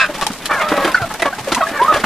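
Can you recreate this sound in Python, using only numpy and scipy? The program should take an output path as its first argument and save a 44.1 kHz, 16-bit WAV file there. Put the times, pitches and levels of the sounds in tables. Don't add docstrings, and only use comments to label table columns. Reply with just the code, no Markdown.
import sys
import numpy as np
from scipy import signal
from scipy.fft import rfft, irfft
from scipy.io import wavfile

SR = 44100
rng = np.random.default_rng(int(sys.argv[2]) if len(sys.argv) > 2 else 0)


def volts_from_db(level):
    exponent = np.asarray(level, float) / 20
    return 10 ** exponent


def unload_wav(signal):
    wavfile.write(
        sys.argv[1],
        SR,
        np.round(np.clip(np.atleast_2d(signal).T, -1, 1) * 32767).astype(np.int16),
    )


N = 90493
T = np.arange(N) / SR

# time_s, pitch_hz, first_partial_db, second_partial_db, third_partial_db
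EARLY_DRAWL = [(.49, 565, -36, -27, -32), (.506, 590, -26, -18, -21), (.53, 585, -32, -23, -18),
               (.56, 560, -30, -27, -23), (.6, 505, -35, -26, -24)]
DRAWL = [(.595, 612, -31, -30, -29), (.63, 611, -25, -20.5, -33), (.7, 604.3, -25, -29.5, -38),
         (.77, 566.4, -20, -32, -28), (.8, 574, -17, -24, -39), (.84, 548.4, -21, -20.5, -24),
         (.88, 536.3, -41, -29, -24), (.91, 511.3, -55, -24.5, -38), (.94, 510, -33, -25, -43)]
HELD_DRAWL = [(.59, 658, -24, -26, -34), (.66, 650, -35, -22, -39), (.74, 644.3, -29, -23.5, -31.5),
              (.82, 633, -38, -31, -28.5), (.9, 632, -32, -35, -43)]
FALLING_CALL = [(1.558, 1005, -27, -41, -42), (1.57, 992, -10.5, -49, -62), (1.578, 939.6, -25, -33, -39),
                (1.588, 843, -23, -29, -48), (1.604, 793, -25, -35, -48), (1.61, 729, -12, -15, -53),
                (1.616, 647, -17.5, -14, -16.5), (1.634, 632.6, -25.5, -16, -38),
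                (1.702, 680.7, -29, -60, -47), (1.72, 666, -43, -47, -45)]
LATE_DRAWL = [(1.72, 590, -25, -39, -34), (1.76, 584, -35, -26, -26.5), (1.8, 546.2, -27.5, -27, -22),
              (1.83, 551, -25.5, -37, -34), (1.86, 606.6, -30, -27, -34), (1.9, 609.4, -21, -25, -32),
              (1.925, 600, -22, -24, -36), (1.95, 564, -43, -24, -20.5), (1.99, 597, -37, -24, -36)]
CHIRP = [(1.795, 872, -37, -38, -48), (1.799, 900, -19, -38, -51), (1.802, 898, -11.5, -27, -51),
         (1.831, 1024, -7, -36, -34), (1.837, 1010, -16.5, -46, -44), (1.851, 1110, -11, -34, -52),
         (1.863, 1038, -24, -54, -62), (1.879, 1171, -21, -47, -57)]
SECOND_CHIRP = [(1.879, 1298, -10, -50, -68), (1.887, 1223, -7.5, -56, -65), (1.893, 1291, -8, -69, -63),
                (1.899, 1258, -7, -46, -57), (1.923, 1250, -13.5, -33, -40), (1.931, 1192, -15.5, -32, -42),
                (1.945, 1124, -23, -42, -16)]
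# start_s, length_s, start_pitch_hz, end_pitch_hz,
# first_partial_db, second_partial_db, third_partial_db
CLUCKS = [(0, .062, 820, 790, -38, -15, -36), (.002, 0.058, 719.5, 576, -28, -35, -29),
          (0.089, .022, 309.6, 300, -35, -23.5, -38), (0.181, 0.044, 432, 438.3, -63, -26, -38),
          (0.213, 0.028, 579, 559, -26.5, -20, -24.5), (0.265, 0.013, 442, 417, -28.5, -17.5, -28),
          (0.597, 0.022, 725, 680, -26, -21, -23.5), (0.62, 0.035, 908, 804, -31, -35, -28.5),
          (0.743, 0.094, 818, 796, -26, -41, -45), (.944, .014, 738, 749.2, -49, -4.5, -33),
          (.945, 0.016, 880, 883, -45, -14, -44), (0.959, .012, 742, 713, -30.5, -23, -32),
          (0.97, .022, 694.5, 678, -38, -18.5, -25.5), (0.996, .028, 790, 755.7, -25.5, -25.5, -54),
          (1.02, 0.036, 706, 658.5, -20.5, -19.5, -48), (1.101, .026, 432.2, 430, -55, -24, -26.5),
          (1.128, 0.036, 422.7, 439, -36.5, -35, -46), (1.22, .016, 670, 645, -15.5, -35, -15.5),
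          (1.249, 0.046, 578.8, 553, -22, -18.5, -24), (1.326, 0.019, 719, 830.6, -30.5, -21.5, -56),
          (1.38, 0.023, 431.2, 428, -38, -27.5, -31.5), (1.472, 0.016, 573.5, 566, -16, -29, -30),
          (1.618, 0.029, 1034, 1231, -16.5, -38, -39), (1.667, 0.015, 829, 870, -28, -22.5, -39),
          (1.958, 0.017, 597, 580, -16.5, -30, -45)]
# time_s, mean_pitch_hz, rms_db
SQUAWK = [(0, 257.5, -8), (.014, 261.6, -8.5), (0.03, 260.2, -11.5), (0.048, 248.5, -15.5),
          (0.065, 241, -23), (.08, 230, -55)]
# centre_hz, first_pass_width_hz, relative_db
SQUAWK_THROAT = [(650, 350, -18), (1128, 270, 2.5), (1525, 540, 2.5), (2560, 250, 4), (3620, 960, -9.5),
                 (5130, 250, -13.5), (6860, 2000, -22)]
# start_s, relative_tick_db, relative_ring_db, left_over_right_db
PECKS = [(0.06, -43, -21, -3), (0.2123, -16, -9, 5), (0.2668, -5.5, -11, 1.5), (0.3336, -19.5, -38, -1.0),
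         (0.422, -37, -20.5, 0.5), (0.4572, -9, -7, 0.5), (0.7674, -33, -12, 2), (0.847, -31, -7.5, -1),
         (0.8715, -27, -20, -2), (0.9177, -20, -13, -1), (1.1397, -16.5, -43, -2), (1.221, -18, -6, 0.5),
         (1.445, -29, -30, -0.5), (1.5475, -6, -4.5, 1), (1.6898, -43, -21.5, 5), (1.8288, -46, -12, 5),
         (1.8841, -23, -40, 5), (1.94, -25, -30, 4)]
# mean_hz, relative_db, longest_t60_s (all are capped in pecks)
FEEDER_MODES = [(1967, 4, .03), (2520, 4.5, 0.018), (3000, 1, 0.027), (3304, -1, 0.023), (3746, 2, 0.027),
                (4630, -2.5, 0.012), (5300, -29, 0.014), (6600, -16, 0.014), (8000, -34, 0.011),
                (10200, -4, 0.02)]
# frequency_hz, relative_db_per_hz
TICK_COLOUR = [(1200, -14), (2500, 2), (5000, 4.5), (9000, 1), (11000, -5.5), (15000, -8)]
# start_s, relative_thump_db, relative_swish_db, relative_hiss_db,
# thump_hz, swish_hz, rise_s
BUMPS = [(0.091, -23, -25, -37, 296, 580, 0.0068), (0.138, -31, -18, -23, 199, 537, 0.013),
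         (0.217, -25, -14, -22.5, 378, 1110, 0.0073), (0.3, -24, -24.5, -39, 201, 1150, 0.0037),
         (0.448, -35, -19, -25, 313, 1940, 0.015), (0.506, -16, -7, -55, 346, 1170, 0.0049),
         (0.529, -26.5, -9, -25.5, 210.3, 1525, 0.015), (0.61, -46, -4.5, -38, 425, 2070, 0.0097),
         (0.683, -50, -38, -25.5, 281, 1240, 0.0051), (0.715, -6.5, -5.5, -53, 308, 566, 0.0057),
         (0.772, -18, -8.5, -50, 271, 553, 0.0049), (0.844, -4, -6, -27.5, 348.6, 1680, 0.0075),
         (0.871, -18, -12, -33, 311, 1090, 0.0048), (0.945, -46, -16, -30.5, 349.3, 1490, 0.0044),
         (1.015, -26, -20, -33, 108.3, 760, 0.0031), (1.1403, -40, -21, -54, 298, 1170, 0.0018),
         (1.192, -28, -18, -28, 348, 696, 0.0068), (1.22, -13, -10, -51, 359.8, 1966, 0.0059),
         (1.253, -12.5, -8, -30, 291, 569.3, 0.0049), (1.382, -38, -31, -33.5, 284.5, 867, 0.0049),
         (1.396, -34, -26.5, -59, 121, 870, 0.0094), (1.479, -18, -20.5, -41, 471.6, 554, 0.0028),
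         (1.517, -12.5, -12.5, -19.5, 339.3, 1310, 0.0042), (1.571, -16.5, -13, -36, 251.3, 1034, 0.0057),
         (1.709, -20, -46, -37.5, 294, 586, 0.0055), (1.811, -10, -13.5, -32, 407, 1020, 0.0065),
         (1.919, -16, -8, -35, 331.5, 1201, 0.0058), (1.936, -53, -16.5, -24.5, 161.8, 1090, 0.0057),
         (1.957, -25, -5.5, -24, 285, 570, 0.013), (1.989, -7.5, -43, -23, 443, 1490, 0.016),
         (2.035, -13.5, -6.5, -29, 216, 1425, 0.0049)]
# frequency_hz, relative_db_per_hz
SWISH_COLOUR = [(300, -11.5), (600, 4.5), (1200, 6.5), (2000, -5), (3000, -8.5), (4500, -26), (7000, -64)]
# frequency_hz, relative_db_per_hz
HISS_COLOUR = [(1500, 3.5), (3000, 2.5), (5000, -2.5), (8000, -8.5), (11000, -10.5), (15000, -36)]
# time_s, relative_db
RUSTLE_LEVEL = [(0.0, -46), (0.14, -34), (0.24, -36.5), (0.55, -35.5), (0.7, -30.5), (0.84, -26),
                (0.95, -34.5), (1.23, -38), (2.05, -31)]
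# frequency_hz, relative_db_per_hz
LITTER_COLOUR = [(100, -26), (200, 13), (600, 4), (2000, 3), (3700, -0.5), (5800, -9.5), (9500, -11),
                 (12000, -11.5), (14200, -8), (15300, -50)]
# time_s, relative_db
MURMUR_LEVEL = [(0, -33), (.3, -35), (.45, -36), (.6, -29), (.9, -28), (1.05, -33), (1.35, -35), (1.5, -33),
                (1.7, -29), (2.05, -29)]
# frequency_hz, relative_db_per_hz
MURMUR_COLOUR = [(150, -4), (300, -7.5), (600, 3), (1200, 1), (1900, -2.5), (2800, -8), (4500, -23)]
# frequency_hz, relative_db_per_hz
RUMBLE_COLOUR = [(12, -28), (20, 10.5), (76, -13), (193, 3), (242, -10), (319, -2), (400, -1.5), (520, -54),
                 (880, -120)]
# delay_s, level_db
ECHOES = [(.007, -52), (0.015, -19.5), (0.022, -15), (0.034, -26)]
# frequency_hz, left_right_likeness (0 to 1)
LIKENESS = [(25, 0.57), (60, 0.92), (200, 1), (1000, 0.98), (2000, 0.88), (4000, 0.7), (8000, 0),
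            (14000, 0.018)]


def voice(hz, dbs, rough, flutter_hz):
    higher_step_db, half_line_db = -9, -1.5
    throat_hz, throat_width_hz, throat_db = 4000, 900, -22
    rough = np.clip(rough, 0, 1)
    phase = 2 * np.pi * np.cumsum(hz) / SR
    # (multiple of the pitch, level in dB)
    lines = [(k + 1, db) for k, db in enumerate(dbs)]
    lines += [(3 + k, dbs[2] + higher_step_db * k) for k in (1, 2, 3)]
    for k in (3.5, 6, 9.5, 7.4):
        off_centre = (k * hz - throat_hz) / throat_width_hz
        lines.append((k, dbs[1] + throat_db - 10 * off_centre ** 2))
    rough_db = 20 * np.log10(rough + 1e-3)
    for k in (0, 1):
        lines.append((k + 1.5, (dbs[k] + dbs[k + 1]) / 2 + half_line_db + rough_db))
    wobbles = [drift(flutter_hz) + 1j * drift(flutter_hz) for _ in range(3)]
    out = 0
    for j, (k, db) in enumerate(lines):
        share = rough ** (2 / max(k, 2))
        wobble = np.roll(wobbles[j % 3], j * SR // 7)
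        flutter = np.sqrt(2 - 2 * share) + np.sqrt(share) * wobble
        out = out + volts_from_db(db) * (flutter * np.exp(1j * k * phase)).imag
    return out


def long_call(rows, rough, flutter_hz):
    s, *columns = np.transpose(rows)
    hz, *dbs = [np.interp(T, s, c) for c in columns]
    fade = np.clip(np.minimum(T - s[0], s[-1] - T) / 0.0038, 0, 1)
    return voice(hz, dbs, rough, flutter_hz) * fade


def clucks():
    attack, release = 0.2, 0.37
    out = 0
    for group in (CLUCKS[::2], CLUCKS[1::2]):
        hz, dbs, env = np.full(N, 500.), np.full((3, N), -90.), np.zeros(N)
        for s, length, start_hz, end_hz, *levels in group:
            u = (T - s) / length
            on = (u > 0) & (u < 1)
            hz[on] = start_hz + (end_hz - start_hz) * u[on]
            dbs[:, on] = np.array(levels)[:, None]
            ramp = np.minimum(u[on] / attack, (1 - u[on]) / release)
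            env[on] = np.sin(np.pi / 2 * np.minimum(ramp, 1))
        out = out + env * voice(hz, dbs, rough=0.17, flutter_hz=86)
    return out


def squawk():
    breath = 0.32
    s, hz, db = np.transpose(SQUAWK)
    early = SR // 50
    jitter = 1 + 0.014 * drift(160)
    cycles = np.cumsum(np.interp(T - early / SR, s, hz) * jitter) / SR
    pulses = np.diff(np.floor(cycles), prepend=0) * 11 * (1 + 0.16 * rng.standard_normal(N))
    source = pulses + breath * rng.standard_normal(N) * (1 + np.cos(2 * np.pi * cycles))
    tone = 0
    for k, (f, width, gain_db) in enumerate(SQUAWK_THROAT):
        formant = resonate(resonate(source, f, width), f, 1.16 * width)
        tone = tone + (-1) ** k * volts_from_db(gain_db) * formant
    fade = np.clip((s[-1] - T) / 0.0079, 0, 1)
    return rms_one(np.roll(tone, -early)) * volts_from_db(np.interp(T, s, db)) * fade


def pecks():
    tick_db, tick_t60_s = 1.5, 0.006
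    ring_gain_db, ring_cap_t60_s = -7.5, 0.022
    rebound_db, rebound_s = -1, 0.0045
    scatter_db, scatter_t60_s = -7.5, 0.086
    out = np.zeros((2, N))
    t = T[:SR // 10]
    lag = int(rebound_s * SR)
    hiss = np.array([coloured(TICK_COLOUR, rng.standard_normal(N)) for _ in range(2)])
    for s, db, ring_db, pan_db in PECKS:
        ring = 0
        for f, mode_db, t60 in FEEDER_MODES:
            luck, detune = rng.standard_normal(2)
            level = volts_from_db(mode_db + ring_db + ring_gain_db + 2 * luck)
            decay = volts_from_db(-60 * t / min(t60, ring_cap_t60_s))
            ring = ring + level * decay * np.sin(2 * np.pi * f * (1 + 0.05 * detune) * t)
        i = int(s * SR)
        noise = volts_from_db(db) * hiss[:, i:i + len(t)]
        hit = ring + noise * volts_from_db(tick_db - 60 * t / tick_t60_s)
        rebound = volts_from_db(rebound_db) * np.pad(hit, ((0, 0), (lag, 0)))[:, :len(t)]
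        scatter = noise * volts_from_db(scatter_db - 60 * t / scatter_t60_s)
        pan = volts_from_db([[pan_db / 2], [-pan_db / 2]])
        out[:, i:i + len(t)] += 0.5 * (hit + rebound + scatter) * pan
    far = (rng.random((2, N)) < 150 / SR) * volts_from_db(-45 + 2.6 * rng.standard_normal((2, N)))
    far_decay = np.exp(-1 / (0.0069 * SR))
    return out + hiss * signal.lfilter([1], [1, -far_decay], far.sum(axis=0))


def bumps():
    thump_gain_db, swish_gain_db, hiss_gain_db = 2.5, -2, 7
    thump_fall_cycles, swish_fall_s, hiss_fall_s = 2.2, 0.01, 0.012
    thump_noise, swish_focus, swish_width = 0.43, 0.89, 0.18
    grain = volts_from_db(drift(223))
    swish = coloured(SWISH_COLOUR, grain * rng.standard_normal(N))
    hiss = coloured(HISS_COLOUR, grain * rng.standard_normal(N))
    puff = rng.standard_normal(N)
    out = np.zeros(N)
    for s, thump_db, swish_db, hiss_db, hz, swish_hz, rise_s in BUMPS:
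        near = slice(max(int(s * SR) - SR // 50, 0), int(s * SR) + SR // 8)
        t = np.maximum(T[near] - s, 0)
        rise = 2 - 2 * np.exp(-(t / max(rise_s, .001)) ** 2)
        soft = rms_one(resonate(resonate(puff[near], hz, hz), hz, hz))
        body = np.sin(2 * np.pi * hz * t) + thump_noise * soft
        focus = rms_one(resonate(puff[near], swish_hz, swish_width * swish_hz))
        air = rms_one(swish[near] + swish_focus * focus)
        brush = volts_from_db(thump_db + thump_gain_db) * np.exp(-t * hz / thump_fall_cycles) * body
        brush += volts_from_db(swish_db + swish_gain_db) * np.exp(-t / swish_fall_s) * air
        brush += volts_from_db(hiss_db + hiss_gain_db) * np.exp(-t / hiss_fall_s) * hiss[near]
        out[near] += rise * brush
    return out


def litter_rustle(swell, dense):
    grains = (rng.random(N) < 390 / SR * dense) * rng.standard_normal(N)
    source = rng.standard_normal(N) * swell + volts_from_db(-8) * rms_one(grains)
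    level = volts_from_db(np.interp(T, *np.transpose(RUSTLE_LEVEL)) + 2)
    return level * coloured(LITTER_COLOUR, source)


def far_flock(swell):
    level = volts_from_db(np.interp(T, *np.transpose(MURMUR_LEVEL)))
    return level * swell * coloured(MURMUR_COLOUR, rng.standard_normal(N))


def yard_rumble():
    return volts_from_db(-40.5) * coloured(RUMBLE_COLOUR, rng.standard_normal(N))


def background():
    dense, swell = volts_from_db(1.9 * drift(42)), volts_from_db(2.0 * drift(31))
    mid, side = [litter_rustle(swell, dense) + far_flock(swell) + yard_rumble() for _ in range(2)]
    return blend(mid, side)


def wall_echoes(x):
    dull = signal.sosfilt(signal.butter(1, 3000, fs=SR, output="sos"), x)
    return sum(volts_from_db(db) * np.interp(T - s, T, dull, left=0) for s, db in ECHOES)


def blend(mid, side):
    hz = np.maximum(np.fft.rfftfreq(N, 1 / SR), 1)
    alike = np.clip(at_hz(LIKENESS, hz), 0, 1)
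    mid = irfft(rfft(mid) * np.sqrt(1 + alike), N)
    side = irfft(rfft(side) * np.sqrt(1 - alike), N)
    return np.array([mid + side, mid - side]) / np.sqrt(2)


def widen(x):
    smear = rng.standard_normal(SR // 50) * np.exp(-T[:SR // 50] / .003)
    turn = np.exp(1j * np.angle(rfft(smear, N)))
    return blend(x, irfft(rfft(x) * turn, N))


def rms_one(x):
    return x / np.sqrt(np.mean(x ** 2) + 1e-20)


def at_hz(points, hz):
    table_hz, value = np.array(points).T
    return np.interp(np.log(hz), np.log(table_hz), value)


def drift(rate_hz):
    r = np.exp(-2 * np.pi * rate_hz / SR)
    wander = signal.lfilter([1], [1, -2 * r, r * r], rng.standard_normal(N + SR))
    return rms_one(wander[SR:])


def resonate(x, hz, width_hz):
    r = np.exp(-np.pi * width_hz / SR)
    poles = [1, -2 * r * np.cos(2 * np.pi * hz / SR), r * r]
    return signal.lfilter([(1 - r * r) / 2, 0, (r * r - 1) / 2], poles, x + 1e-18)


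def coloured(spectrum, source):
    hz = np.maximum(np.fft.rfftfreq(N, 1 / SR), 1)
    return rms_one(irfft(rfft(source) * volts_from_db(at_hz(spectrum, hz)), N))


def scene():
    hens = clucks() + squawk()
    hens += long_call(EARLY_DRAWL, rough=0.89, flutter_hz=71)
    hens += long_call(DRAWL, rough=0.4, flutter_hz=47.8)
    hens += long_call(HELD_DRAWL, rough=0.4, flutter_hz=40.4)
    hens += long_call(FALLING_CALL, rough=0.18, flutter_hz=63.0)
    hens += long_call(LATE_DRAWL, rough=0.67, flutter_hz=64.0)
    hens += long_call(CHIRP, rough=0.039, flutter_hz=49.0)
    hens += long_call(SECOND_CHIRP, rough=0.12, flutter_hz=51.0)
    near, ticks = hens + bumps(), pecks()
    echoes = wall_echoes(near + ticks.mean(axis=0))
    return widen(near + echoes) + ticks + background()


def band_limit(x):
    return signal.sosfilt(signal.butter(12, 15430, fs=SR, output="sos"), x)


def record(dry):
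    rounded = 1.071 * np.tanh(dry / 1.11)
    top_cut = signal.cheby2(10, 50, 15100, fs=SR, output="sos")
    mix = signal.sosfilt(top_cut, rounded)
    return band_limit(mix)


dry = scene()
out = record(dry)
unload_wav(out)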